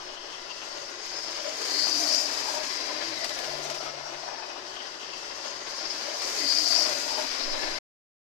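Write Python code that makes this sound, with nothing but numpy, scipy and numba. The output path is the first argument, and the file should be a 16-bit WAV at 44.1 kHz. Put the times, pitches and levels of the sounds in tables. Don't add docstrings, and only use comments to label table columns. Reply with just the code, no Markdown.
import sys
import numpy as np
from scipy import signal
from scipy.fft import rfft, irfft, next_fast_len
from scipy.io import wavfile
from scipy.ndimage import uniform_filter1d, map_coordinates
from numba import njit

SR = 44100
rng = np.random.default_rng(int(sys.argv[2]) if len(sys.argv) > 2 else 0)


def wrap_up_sound(samples):
    columns = np.atleast_2d(samples).T
    tamed = np.clip(columns, -1, 1)
    steps = np.round(tamed * 32767).astype(np.int16)
    wavfile.write(sys.argv[1], SR, steps)


N = 369545
LAP_S = 4.63
TIME = np.arange(N) / SR
SIZE = next_fast_len(N, real=True)
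FREQ = np.maximum(np.arange(SIZE // 2 + 1) * SR / SIZE, 1)

# f/Hz, likeness/0-1
STEREO_LIKENESS = [(100, 0.28), (330, 0.64), (500, 1), (680, 0.33), (1100, 0.24), (1450, 0.057),
                   (2100, 0.46), (3000, 0.17), (8000, 0.082)]
# going in t/s, coming out t/s, shade/0-1
HILLS = [(3.875, 5.13, 0.99), (0.49, 1.036, 0.73), (0.93, 1.6, 0.44)]
# t/s, half length/s, tooth rate lost/Hz
BENDS = [(1.683, .38, 65), (2.598, .7, 68), (4.102, .3, 15)]
# f/Hz, width/Hz, level/dB
CHASSIS_MODES = [(4465, 370, -6), (4650, 400, -4), (4932, 320, -2.5), (5126, 340, -5), (5380, 520, -4.5),
                 (5620, 690, -10.5)]
# t/s, half length/s, rasp gain/dB, upper mode gain/dB, pitch shift/share
BOGIE_PASSES = [(1.855, 0.18, 8.5, -7, -0.019), (2.133, 0.1, 10.5, -3.5, 0.0048),
                (6.543, 0.12, 10.5, -10, .018), (6.758, 0.11, 10, -3.5, 0.0011)]
# f/Hz, left minus right/dB
STEREO_BALANCE = [(100, 2.77), (320, 3.92), (480, 7.85), (600, 11.63), (800, 7.8), (1000, 7.92),
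                  (1400, 4.88), (2000, 8.94), (2800, 10.98), (3600, 8.94), (5000, 8.94), (7000, 2.82)]
# f/Hz, level/dB
ROLL_TONE = [(60, -27.5), (170, -19), (230, -10.5), (300, -2.5), (500, -1), (800, -2.5), (1020, 3.5),
             (1280, -0.5), (1650, 0.5), (2000, 1), (2300, 1.5), (2650, -1.5), (3500, -1.5), (4600, -3.5),
             (8000, -52)]
# f/Hz, width/Hz, level/dB
BOARD_MODES = [(288, 110, -4), (393, 150, -1), (456, 100, -16.5), (593, 93, 8.5), (675, 270, 4),
               (792, 160, 2)]
# t/s, half length/s, gain/dB
LIFTED_TRACK = [(1.853, 0.16, -1.5), (2.707, 0.089, -9), (3.141, 0.13, -3.5)]
# f/Hz, width/Hz, level/dB
WHEEL_MODES = [(1025, 110, 0), (1466, 98, -1), (1691, 130, -3), (1998, 120, -0.5), (2615, 120, -2.5),
               (3050, 150, -1), (3830, 150, -4.5), (4530, 170, -11), (5050, 160, -4.5), (5495, 110, -1)]
# f/Hz, level/dB
HISS_TONE = [(2500, -29.5), (4000, -1), (5200, -5), (6100, 4), (6800, -5), (7800, -8.5), (9000, -16),
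             (12000, -60.5)]
# f/Hz, level/dB
SIZZLE_TONE = [(4000, -9), (7000, 10.5), (8300, -2), (9500, -1), (11500, -3), (13300, -4.5), (15500, -18)]
# t/s, half length/s, sizzle gain/dB
HISS_SPOTS = [(1.64, .12, 2.5), (2.57, .1, 1.5), (2.87, .13, -2), (4.14, .1, 3.5)]
# f/Hz, width/Hz, depth/0-1
FAR_DIPS = [(2300, 460, 0.6), (3580, 430, .25)]
# shortest delay/ms, growth/ms, shortest at t/s, level/dB
ECHOES = [(1.6, .9, 2.07, -25), (4.3, 0.91, 1.1, -33), (7.7, 1.5, 3.2, -17), (12.4, 1.3, 0.25, -24.5)]
# t/s, half length/s, whine gain/dB, hum gain/dB
FIRM_TRACK = [(0.495, 0.24, -1.5, 1), (.97, 0.11, 2.5, 2), (1.805, 0.07, 10.5, 10.5),
              (2.017, 0.084, 13.5, 9), (3.08, 0.11, 10, 11), (3.58, 0.2, 7, 18.5), (4.056, 0.23, -1.5, 12)]
# f/Hz, level/dB
ROOM_TONE = [(15, -7), (32, -13.5), (49, -0.5), (70, -12.5), (110, -5), (300, -25), (2000, -42)]
# f/Hz, level/dB
HAND_TONE = [(2, -8), (7, 0), (14, -3), (25, -22), (60, -42), (300, -80)]
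# t/s, half length/s, gain/dB
GRIPS = [(0.246, 0.45, 10), (7.59, 0.282, 26)]
# t/s, half length/s, f/Hz, glide/(Hz/s), width/Hz, level/dB
HOLLOWS = [(0.155, 0.11, 3050, 0, 440, -47.5), (0.482, 0.36, 3080, -100, 460, -50.5),
           (0.546, .3, 2790, 0, 358, -49), (.6, 0.69, 1028, 0, 378, -53),
           (0.773, 0.16, 568, 0, 49.4, -48.5), (1.294, 0.69, 6480, -1, 649, -48.5),
           (1.27, 0.19, 5110, -200, 260, -38.5), (1.28, 0.23, 4620, 0, 250, -44),
           (1.4, 0.16, 3000, 299, 320, -48), (1.47, 0.11, 587, 250, 85, -40.5),
           (1.69, 0.18, 416, -400, 132, -42.5), (1.799, 0.069, 2010, -900, 241, -41.5),
           (1.98, 0.14, 6100, 899.5, 300, -39.5), (2.11, 0.14, 668, -300, 75, -40.5),
           (2.17, 0.1, 6800, -0.5, 898, -41.5), (2.301, 1.1, 2400, -0.5, 261.4, -53),
           (2.33, 0.14, 602, -0.5, 45.6, -43.5), (2.52, .1, 910, -1.5, 129, -38),
           (2.585, 0.07, 611, -0.5, 36, -38.5), (2.6, 0.89, 271, 1, 50.4, -53.5),
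           (2.95, 0.47, 4050, -200, 420, -43), (2.9, .1, 5150, 2600, 260, -40),
           (2.914, 0.054, 605, 0.5, 55, -43.5), (2.917, 0.046, 1000, 0, 140, -40),
           (3.02, .13, 1734, -200, 74.6, -42.5), (3.203, 0.27, 2030, -700, 140, -46),
           (3.398, 0.14, 1726, 0.5, 90, -46.5), (3.5, 0.069, 5290, 0, 160, -50),
           (3.65, 0.58, 675, 0.5, 140, -43), (3.9, 0.19, 1300, 1.5, 130, -48),
           (4, 0.45, 5680, 1.5, 336, -47.5), (4.298, 0.4, 824, 1, 450, -42),
           (4.35, 0.16, 1730, 0, 121, -52), (4.5, 0.1, 2540, 0, 170.6, -48.5)]
# t/s, relative level/dB
JOINTS = [(1.0621, -33.5), (1.616, -29.5), (1.651, -25), (3.243, -22), (3.2923, -26.5), (3.336, -36),
          (3.389, -27), (3.4435, -28.5), (3.6533, -40), (3.699, -26), (3.7452, -29), (5.7088, -38),
          (6.219, -26.5), (6.401, -30)]
# f/Hz, level/dB
TICK_TONE = [(300, -10.5), (1000, 11), (3000, 13), (5300, 11), (8000, 6.5), (10000, -5), (14000, -6),
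             (16000, -21.5)]
# t/s, level/dB, f/Hz
SLAPS = [(2.252, -31, 626), (3.244, -32, 700), (3.481, -29, 636), (3.497, -39, 710), (3.536, -35, 606),
         (3.653, -30, 690), (3.711, -31.5, 620), (3.805, -30.5, 665), (3.938, -34.5, 565),
         (3.982, -31, 670), (4.233, -38, 696), (4.261, -37, 720), (4.279, -36, 804), (4.307, -38, 620),
         (6.084, -30, 616), (6.788, -27.5, 707)]
# f/Hz, level/dB
CLATTER_TONE = [(1000, -2), (5500, 4), (8200, -13), (10000, -3), (15000, -15)]


def undb(db):
    return 10 ** (np.asarray(db) / 20)


def across(points):
    hz, value = np.transpose(points)
    return np.interp(np.log(FREQ), np.log(hz), value)


def resonances(modes):
    gains = (undb(db) / (1 + ((FREQ - hz * hz / FREQ) / width) ** 2) for hz, width, db in modes)
    return np.sqrt(sum(gain ** 2 for gain in gains))


def wander(per_s):
    hold = int(SR / per_s)
    steps = np.repeat(rng.standard_normal(N)[:N // hold + 1], hold)
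    return 1.45 * uniform_filter1d(uniform_filter1d(steps, hold), hold)[:N]


def contacts(per_s, scatter_db):
    hit = rng.random((2, N)) < per_s / SR
    direction = np.sign(rng.standard_normal((2, N)))
    return hit * direction * undb(scatter_db * np.clip(rng.standard_normal((2, N)), -2, 2))


def stereo(push, tone, left_db=0):
    direct, scattered = rfft(push, SIZE)
    alike = np.clip(across(STEREO_LIKENESS), 0, 1)
    lag_s = 0.00033
    right = alike * direct * np.exp(-2j * np.pi * FREQ * lag_s) + np.sqrt(1 - alike ** 2) * scattered
    pair = irfft(np.array([direct, right * undb(-left_db)]) * tone, SIZE)[:, :N]
    return pair / pair.mean(axis=0).std()


def pan(pair, left_db):
    gains = undb(np.array([left_db, -left_db]) / 2).reshape(2, -1)
    return pair * gains / np.sqrt(np.mean(gains ** 2, axis=0))


@njit
def band(x, hz, width_hz):
    out, band_state, low_state = np.empty(len(x)), 0., 0.
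    for i in range(len(x)):
        step, damping = np.tan(np.pi * hz[i] / SR), width_hz / hz[i]
        swing = (band_state + step * (x[i] + 1e-18 - low_state)) / (1 + step * (step + damping))
        band_state = 2 * swing - band_state
        low_state += 2 * step * swing
        out[i] = damping * swing
    return out


def ringing(push, hz, width_hz):
    pair = np.array([band(band(side, hz, float(width_hz)), hz, float(width_hz)) for side in push])
    return pair / pair.std()


def delayed(x, lag_s):
    return map_coordinates(x, [(TIME - lag_s) * SR], order=2)


def swell(s, half_s):
    return np.exp(-((TIME - s) / half_s) ** 2)


def time_past(s):
    return (TIME - s + LAP_S / 2) % LAP_S - LAP_S / 2


def spot(s, half_s):
    return np.exp(-(time_past(s) / half_s) ** 2)


def spots(table):
    return sum(size * spot(s, half_s) for s, half_s, size in table)


def stretch(from_s, to_s, edge_s=0.027):
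    inside_s = (to_s - from_s) / 2 - np.abs(time_past((from_s + to_s) / 2))
    return 0.5 + 0.5 * np.tanh(inside_s / edge_s)


def lap_level(nearest_s, gap, base_db, hill_db):
    distance = np.hypot(gap, np.sin(np.pi * time_past(nearest_s) / LAP_S))
    lost_db = 5 * np.log2(distance / gap)
    closer_db = 1.08 * TIME / LAP_S
    shade = sum(depth * stretch(from_s, to_s) for from_s, to_s, depth in HILLS)
    return base_db + closer_db - lost_db + hill_db * shade


def gear_phase(straight_hz=368):
    return 2 * np.pi * np.cumsum(straight_hz - spots(BENDS)) / SR


def chassis_ring(pitch_shift, upper_db, drift=0.012, swell_db=1.4):
    out, power = 0, 0
    for k, (hz, width_hz, db) in enumerate(CHASSIS_MODES):
        gain = undb(db + upper_db * (k >= 3))
        ring = ringing(rng.standard_normal((2, N)), hz * (1 + pitch_shift + drift * wander(7)), width_hz)
        out += ring * gain * undb(swell_db * np.tanh(wander(14)))
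        power += gain ** 2
    roughness = undb(0.73 * wander(110) + 1.06 * wander(32))
    return out / np.sqrt(power) * roughness


def gear_rasp(tooth_phase, left_db, rise_per_s=0.33):
    rasp_db = lap_level(nearest_s=2.15, gap=0.4, base_db=-34, hill_db=-4.5)
    pitch_shift, upper_db = 0, 0.5
    for s, half_s, flare_db, bright_db, shift in BOGIE_PASSES:
        passing = swell(s, half_s)
        rasp_db += flare_db * passing
        upper_db += bright_db * passing
        pitch_shift += passing * (shift + rise_per_s * (TIME - s))
    tooth_beat = 1 + 0.34 * spot(1.3, 0.33) * np.cos(tooth_phase)
    return pan(chassis_ring(pitch_shift, upper_db) * tooth_beat * undb(rasp_db), left_db)


def rolling(roll_db):
    left_db = across(STEREO_BALANCE)
    board_db = lap_level(nearest_s=2.94, gap=0.6, base_db=-43, hill_db=-3.5) + spots(LIFTED_TRACK)
    jolt = undb(1.39 * wander(55))
    roll = stereo(contacts(per_s=9000, scatter_db=2) * jolt, undb(across(ROLL_TONE)), left_db)
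    board = stereo(contacts(per_s=710, scatter_db=3) * jolt, resonances(BOARD_MODES), left_db)
    return roll * undb(roll_db) + board * undb(board_db)


def wheel_ring(level_db, drift=0.027, swell_db=3):
    scrape, out = rng.standard_normal((2, N)), 0
    for hz, width_hz, db in WHEEL_MODES:
        ring = ringing(scrape, hz * (1 + drift * wander(4)), width_hz)
        out += ring * undb(db + swell_db * np.tanh(wander(8)))
    return pan(out * undb(level_db), left_db=8.5)


def rail_hiss(left_db):
    sizzle_db = lap_level(nearest_s=2.06, gap=0.12, base_db=-42.5, hill_db=-8.5) + spots(HISS_SPOTS)
    hiss_db = 0.63 * (sizzle_db - 7) - 7
    chatter = undb(1.2 * wander(50))
    hiss = stereo(contacts(per_s=8000, scatter_db=2.5) * chatter, undb(across(HISS_TONE)))
    sizzle = stereo(contacts(per_s=3800, scatter_db=2.5) * chatter, undb(across(SIZZLE_TONE)))
    return pan(hiss * undb(hiss_db) + sizzle * undb(sizzle_db), left_db)


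def far_side(pair):
    far = spot(0.37, 0.7)
    for hz, width_hz, depth in FAR_DIPS:
        cancelled = np.array([band(side, np.full(N, float(hz)), float(width_hz)) for side in pair])
        pair = pair - depth * far * cancelled
    return pair


def scenery_echoes(pair):
    out, power = pair, 1
    for least_ms, growth_ms, nearest_s, db in ECHOES:
        lag_ms = least_ms + growth_ms * np.sin(np.pi * (TIME - nearest_s) / LAP_S) ** 2
        out = out + undb(db) * np.array([delayed(side, lag_ms / 1000) for side in pair])
        power += undb(db) ** 2
    return out / np.sqrt(power)


def motor(tooth_phase, whine_db=-59 + 5, hum_db=-70):
    for s, half_s, more_whine_db, more_hum_db in FIRM_TRACK:
        whine_db += more_whine_db * spot(s, half_s)
        hum_db += more_hum_db * spot(s, half_s)
    hum = np.sin(tooth_phase / 2.5 + 0.6 * wander(22)) * undb(hum_db + 4 * np.tanh(wander(16)))
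    whine = np.sin(tooth_phase + 1.41 * wander(35)) * undb(whine_db + 2.9 * wander(25))
    return pan(hum, left_db=6) + pan(whine, left_db=3.5)


def room_and_hand(room_db=-72, hand_db=-66.5):
    room = stereo(rng.standard_normal((2, N)), undb(across(ROOM_TONE))) * undb(room_db + 3.3 * wander(19))
    grip_db = sum(db * swell(s, half_s) for s, half_s, db in GRIPS)
    hand = stereo(rng.standard_normal((2, N)), undb(across(HAND_TONE))) * undb(hand_db + grip_db)
    return room + pan(hand, left_db=-4)


def hollows(chatter_db=3.5):
    shake = rng.standard_normal((2, N)) * undb(chatter_db * wander(70))
    out = np.zeros((2, N))
    for s, half_s, hz, glide_hz_per_s, width_hz, db in HOLLOWS:
        past_s = time_past(s)
        near = np.abs(past_s) < 2 * half_s
        ring = ringing(shake[:, near], hz + glide_hz_per_s * past_s[near], width_hz)
        out[:, near] += ring * undb(db) * spot(s, half_s)[near]
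    return pan(out, left_db=10.5)


def joint_ticks(gain_db=-10, ring_db=-5.5, decay_s=0.014):
    blows, age = np.zeros(N), TIME[:SR // 5]
    for s, db in JOINTS:
        start = int(s * SR)
        blows[start:start + len(age)] += undb(db + gain_db) * np.exp(-age / decay_s)
    rattle = contacts(per_s=9000, scatter_db=2)
    tick = pan(stereo(rattle, undb(across(TICK_TONE))), left_db=8.5)
    ring = pan(stereo(rattle, resonances(CHASSIS_MODES)) * undb(ring_db), left_db=11.5)
    return (tick + ring) * blows


def track_slaps(decay_s=0.0022):
    out, age = np.zeros(N), TIME[:SR // 20]
    rise_and_fall = age / decay_s * np.exp(1 - age / decay_s)
    for s, db, hz in SLAPS:
        start = int(s * SR)
        out[start:start + len(age)] += undb(db) * rise_and_fall * np.sin(2 * np.pi * hz * age)
    return pan(out, left_db=9)


def clatter(level_db=-52):
    ticks = stereo(contacts(per_s=1500, scatter_db=4), undb(across(CLATTER_TONE)))
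    return pan(ticks, left_db=7) * undb(level_db) * spot(3.45, 0.384)


def scene():
    tooth_phase = gear_phase()
    on_left, on_right = stretch(1.8, 4.0), stretch(0.98, 1.85)
    lean_db = 10.5 + 10 * on_left
    wheels_db = lap_level(nearest_s=2.38, gap=0.68, base_db=-41.5, hill_db=-1.5)
    running = gear_rasp(tooth_phase, left_db=lean_db + 15)
    running += rolling(wheels_db + 1.02) + wheel_ring(wheels_db - 10)
    running += rail_hiss(left_db=0.68 * lean_db - 7.5)
    left, right = scenery_echoes(far_side(running))
    right = delayed(right, lag_s=-0.0004 * on_right)
    train = np.array([left, right]) + motor(tooth_phase)
    return train + hollows() + joint_ticks() + track_slaps() + clatter() + room_and_hand()


def record(dry, stop_s=7.786, top_hz=15450):
    gate = np.clip((stop_s - TIME) / 0.005 + 0.5, 0, 1)
    low_pass = signal.ellip(10, 0.2, 80, top_hz, fs=SR, output="sos")
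    return signal.sosfilt(low_pass, dry * gate)


dry = scene()
out = record(dry)
wrap_up_sound(out)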